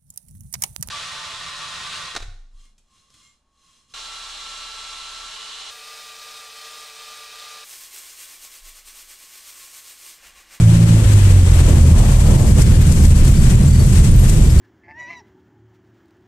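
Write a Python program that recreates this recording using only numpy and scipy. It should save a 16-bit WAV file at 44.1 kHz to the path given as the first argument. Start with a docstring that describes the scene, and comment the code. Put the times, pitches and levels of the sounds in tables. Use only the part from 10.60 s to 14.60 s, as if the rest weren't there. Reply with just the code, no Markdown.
"""Inside a small propeller plane landing on a dirt strip. At first the engine drones on multiples of its
shaft rate, over the rumble of the airframe and the hiss of passing air. It is throttled back to idle, and
grit begins to spray against the skin. After a second the wheels meet the ground: the tyres scuff, the
undercarriage thumps, the cabin booms and shudders, and a loose metal fitting jingles on to the end.
A limiter holds the heavy bass down."""
import sys
import numpy as np
from scipy import signal
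from scipy.fft import rfft, irfft
from scipy.io import wavfile
from scipy.ndimage import uniform_filter1d, minimum_filter1d

SR = 44100
rng = np.random.default_rng(int(sys.argv[2]) if len(sys.argv) > 2 else 0)


def generate_wav(signal):
    """Clip the signal to [-1, 1] and save it as 16-bit WAV at the path in sys.argv[1]."""
    frames = np.transpose(np.atleast_2d(signal))
    scaled = np.clip(frames, -1, 1) * 32767
    pcm = np.round(scaled).astype(np.int16)
    wavfile.write(sys.argv[1], SR, pcm)


N = 176400
T = np.arange(N) / SR


def from_db(db):
    """Decibels to amplitude ratio."""
    return 10 ** (np.asarray(db) / 20)


def unit_rms(x):
    """Normalisation to an rms of 1."""
    return x / np.sqrt(np.mean(x ** 2) + 1e-20)


def in_time(rows):
    """Linear interpolation of each column over time."""
    s, *columns = np.transpose(rows)
    return [np.interp(T, s, c) for c in columns]


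def colour(x, spectrum):
    """Spectral shaping by one column, or left and right, falling away beyond the table's ends; rms 1."""
    hz, *columns = np.transpose(spectrum)
    log_f = np.log(np.maximum(np.fft.rfftfreq(N, 1 / SR), 1))
    outside = log_f - np.clip(log_f, np.log(hz[0]), np.log(hz[-1]))
    db = np.array([np.interp(log_f, np.log(hz), c) for c in columns]) - 40 * np.abs(outside)
    return unit_rms(irfft(rfft(x) * from_db(db), N))


def noise(correlation):
    """White stereo noise with the given left-right correlation."""
    mid, side = rng.standard_normal((2, N))
    return np.sqrt(1 + correlation) * mid + np.sqrt(1 - correlation) * np.array([side, -side])


def drift(hz):
    """Low-passed noise: a random wander of rms 1."""
    f = np.fft.rfftfreq(N, 1 / SR)
    return unit_rms(irfft(rfft(rng.standard_normal(N)) / (1 + (f / hz) ** 2), N))


def steady(x, span_s):
    """Division by the running rms evens out swings slower than the span."""
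    size = int(span_s * SR)
    power = uniform_filter1d(uniform_filter1d(np.mean(x ** 2, axis=0), size), size)
    return x / np.sqrt(power + 1e-12)


def swell(centre_s, length_s):
    """A Gaussian envelope of height 1."""
    return np.exp(-2 * ((T - centre_s) / length_s) ** 2)


# The engine slows. Each row: time in seconds, shaft rate in Hz.
SHAFT_RATE = [(0, 55.4), (.33, 55.6), (.45, 52.9), (.75, 45.9), (1.04, 41.6), (1.22, 39.5), (2.5, 39.7),
              (4, 38.5)]
# The drone. Each row: time in seconds, levels of shaft orders 1, 2 and 3 in dB.
MAIN_ORDERS = [(0, -23, -9.5, -13.5), (.32, -28, -10, -14.5), (.45, -16, -10, -36), (.7, -15.5, -7.5, -30),
               (1.04, -12, -10.5, -17), (1.1, -19, -12, -12.5), (1.23, -16, -5.5, -30),
               (1.45, -13, -18, -26), (2.05, -17, -14, -29), (2.6, -24, -9.5, -25), (2.9, -25, -19.5, -28),
               (4, -26, -14.5, -23)]
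# Weaker tones. Each row: multiple of the shaft rate, level under power in dB.
WEAK_ORDERS = [(1.5, -23.5), (2.5, -28.5), (3.5, -46), (4, -32), (4.5, -49), (6, -43.5), (10, -48.5),
               (10.5, -43)]


def engine():
    """Periodic excitation: propeller and exhaust sound at orders of the shaft rate, each a bit uneven."""
    shaft_hz, = in_time(SHAFT_RATE)
    angle = 2 * np.pi * np.cumsum(shaft_hz * (1 + 0.0041 * drift(hz=10.8))) / SR
    throttle_db = np.interp(T, [0.25, 0.5], [0, -4])
    orders = list(enumerate(in_time(MAIN_ORDERS), 1))
    orders += [(order, db + throttle_db) for order, db in WEAK_ORDERS]
    out = 0
    for order, db in orders:
        amplitude = np.sqrt(2) * from_db(db + 2 * drift(hz=12.6))
        out += amplitude * np.sin(order * angle + rng.uniform(0, 2 * np.pi))
    return out


# The rumble. Each row: time in seconds, levels of frame shudder, cabin boom and panels in dB.
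RUMBLE_LEVELS = [(0, -17.5, -20.5, -30), (.4, -23, -18, -27.5), (.9, -11, -20.5, -30),
                 (1.1, -14.5, -14, -23), (1.35, -18, -11, -28), (1.57, -12, -16.5, -33),
                 (1.72, -17, -10.5, -24.5), (2.0, -14, -12, -29.5), (2.2, -15, -10.5, -28),
                 (2.45, -10.5, -13.5, -27.5), (2.65, -7.5, -10.5, -27), (2.95, -11, -10.5, -30),
                 (3.25, -16.5, -10.5, -29.5), (3.5, -10, -10.5, -29.5), (4, -9.5, -11.5, -27.5)]
# Spectra of these three. Each row: frequency in Hz, relative density in dB.
SHUDDER_SPECTRUM = [(10, -30), (18, -5), (26, -6), (36, -6), (48, -3), (60, -12.5), (90, -36)]
BOOM_SPECTRUM = [(40, -38), (60, -11), (78, -2.5), (100, -3), (130, -1.5), (170, -9), (210, -11.5),
                 (250, -24), (400, -37)]
PANEL_SPECTRUM = [(150, -22), (230, 1), (290, -2.5), (340, -2), (420, -9), (540, -10.5), (700, -18.5),
                  (1000, -24.5), (1600, -30.5), (3000, -42)]
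# Undercarriage thumps. Each row: centre in seconds, peak level in dB.
THUMPS = [(1.09, -25.5), (1.26, -28), (1.69, -24), (1.99, -19.5), (2.58, -23.5), (2.68, -24.5), (3.05, -27),
          (3.22, -24.5)]


def airframe():
    """Forced vibration: rough ground shakes the frame, booms in the cabin and thumps through panels."""
    shudder_db, boom_db, panel_db = in_time(RUMBLE_LEVELS)
    shudder = from_db(shudder_db) * steady(colour(noise(1.0), SHUDDER_SPECTRUM), span_s=0.18)
    boom = from_db(boom_db) * steady(colour(noise(0.96), BOOM_SPECTRUM), span_s=0.078)
    shaking = from_db(panel_db + 1.1 * drift(hz=16))
    thumps = sum(from_db(db) * swell(s, length_s=0.035) for s, db in THUMPS)
    panels = steady(colour(noise(0.83), PANEL_SPECTRUM), span_s=0.06)
    return shudder + boom + np.hypot(shaking, thumps) * panels   # the envelopes add in power


# The hiss. Each row: time in seconds, relative levels of the treble and the middle in dB.
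RUSH_LEVELS = [(0.0, -36.5, -38.5), (0.67, -33, -35), (0.82, -36.5, -39), (0.97, -32, -33.5),
               (1.32, -34.5, -40), (1.34, -35, -37.5), (1.92, -33, -38.5), (1.94, -37, -41.5),
               (2.02, -27, -32.5), (2.04, -34, -37.5), (2.16, -35, -37.5), (2.43, -31.5, -37.5),
               (2.54, -35.5, -39.5), (2.57, -29.5, -35), (2.63, -38, -39), (2.65, -30.5, -33),
               (2.8, -35, -39.5), (2.91, -28.5, -32), (2.94, -36.5, -39), (3.34, -33, -39.5),
               (3.36, -29.5, -34), (3.42, -35.5, -39.5), (3.45, -31.5, -36.5), (3.52, -37.5, -40.5),
               (3.69, -32.5, -37.5), (3.99, -35, -38), (4.0, -35, -34)]
# Spectra of the two bands. Each row: frequency in Hz, relative density left and right in dB.
MIDDLE_SPECTRUM = [(453, -2, -6), (900, -1.5, -4), (1310, -2, -5.5), (2020, -1, -7.5), (2970, -2, -8.5),
                   (4120, -5.5, -11), (5600, -15, -14), (8000, -34, -32)]
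TREBLE_SPECTRUM = [(2500, -34, -34), (4400, -8.5, -16.5), (6040, -3, -11.5), (7050, -1.5, -9),
                   (7500, 1, -7.5), (8270, -2, 0), (8860, -2, -7), (9550, -5.5, -11.5), (10900, -8.5, -18),
                   (12500, -11, -23), (14200, -17, -28)]


def air_rush():
    """Flow noise: air and dust hiss along the cabin, the sides nearly uncorrelated, the left louder."""
    treble_db, middle_db = in_time(RUSH_LEVELS)
    flicker = drift(hz=23)
    middle = from_db(middle_db + 5 + 1.19 * flicker) * colour(noise(-0.1), MIDDLE_SPECTRUM)
    treble = from_db(treble_db + 3 + 0.85 * flicker) * colour(noise(0), TREBLE_SPECTRUM)
    return middle + treble


# Sprays of grit. Each row: time of the peak in seconds, peak level in dB.
SPRAYS = [(.535, -27.5), (.96, -30), (1.087, -28), (1.39, -23), (1.522, -25), (1.605, -29), (1.825, -25),
          (2.02, -24), (2.273, -23), (2.325, -19.5), (2.385, -32), (2.455, -23), (2.58, -29), (2.65, -23),
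          (2.678, -27), (2.848, -27), (2.903, -24), (3.065, -26), (3.38, -28), (3.45, -25), (3.699, -19.5)]
# Grit on the skin. Each row: frequency in Hz, relative density left and right in dB.
GRIT_SPECTRUM = [(600, -20, -23), (1500, -8.5, -11), (3500, -7.5, -13), (5500, -3.5, -11), (7500, 2.5, -3),
                 (8300, 2, -1), (10000, -4, -12), (14000, -13.5, -27)]


def grit(rise_s=0.0063, fall_s=0.0096, grains_per_s=3000, spread_db=5):
    """Shot noise: each spray is a quick swell of tiny random impacts."""
    envelope = sum(from_db(db) * np.exp(-np.maximum((s - T) / rise_s, (T - s) / fall_s))
                   for s, db in SPRAYS)
    sizes = from_db(spread_db * np.minimum(rng.exponential(1, (2, N)), 4))
    signs = rng.choice([-1, 1], (2, N))
    impacts = rng.random((2, N)) < grains_per_s / SR
    return envelope * colour(sizes * signs * impacts, GRIT_SPECTRUM)


# Scuffs at touchdown. 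Each row: centre in seconds, length in seconds, peak level in dB.
SCUFFS = [(1.116, 0.21, -33), (1.36, 0.078, -31.5), (1.474, .13, -31.5), (1.713, 0.19, -30.5),
          (1.85, 0.089, -34.5)]
# Tyre on dirt. Each row: frequency in Hz, relative density in dB.
SCUFF_SPECTRUM = [(250, -18), (400, -7), (550, 2.5), (750, -4), (1100, -7.5), (1500, -25), (3000, -40)]


def tyres():
    """Sliding friction: short juddering scuffs as the wheels take the weight."""
    contact = sum(from_db(db) * swell(s, length_s) for s, length_s, db in SCUFFS)
    judder = from_db(1.3 * drift(hz=40))
    return contact * judder * colour(noise(0.38), SCUFF_SPECTRUM)


# Modes of the fitting. Each row: frequency in Hz, relative level in dB, time to decay by 60 dB in
# seconds, left minus right in dB.
FITTING_MODES = [(4525, -45, 0.13, 1), (5210, -47.5, 0.074, 4), (7320, -44, 0.074, 7),
                 (8840, -46, 0.064, 6), (11360, -48, 0.18, 7.5), (13717, -52, 0.09, 10)]


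def loose_fitting(taps_per_s=28, spread_db=9):
    """Damped resonance: once the wheels roll, random taps ring the metal, each mode by its own amount."""
    rolling = np.interp(T, [1.0, 2.16], [0, 1])
    taps = (rng.random(N) < taps_per_s / SR) * rolling
    out = 0
    for hz, db, t60, pan_db in FITTING_MODES:
        radius, angle = from_db(-60 / (t60 * SR)), 2 * np.pi * hz / SR   # the resonator's pole
        hits = taps * from_db(spread_db * np.clip(rng.standard_normal(N), -2, 2))
        ring = signal.lfilter([0, 1], [1, -2 * radius * np.cos(angle), radius ** 2], hits + 1e-18)
        out += unit_rms(ring) * from_db([[db + pan_db / 2], [db - pan_db / 2]])
    return from_db(-7) * out


def scene():
    """Superposition of all sources at the seat behind the pilot."""
    bass = (engine() + airframe()) * from_db([[-0.3], [0.3]])   # slightly to the right
    return bass + air_rush() + grit() + tyres() + loose_fitting()


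def record(dry):
    """Peak limiting: the whole sound ducks on bass peaks; a low-pass filter then cuts the top."""
    ceiling, release_db_per_s, lookahead_s, cutoff_hz = 0.92, 108, 0.0036, 14250
    over_db = 20 * np.log10(np.maximum(np.abs(dry).max(axis=0) / ceiling, 1))
    release_db = release_db_per_s * T
    held_db = np.maximum.accumulate(over_db + release_db) - release_db
    size = int(lookahead_s * SR)
    gain_db = uniform_filter1d(minimum_filter1d(-held_db, size), size)
    low_pass = signal.ellip(12, 0.1, 80, cutoff_hz, fs=SR, output="sos")
    return signal.sosfilt(low_pass, dry * from_db(gain_db))


dry = scene()
out = record(dry)
generate_wav(out)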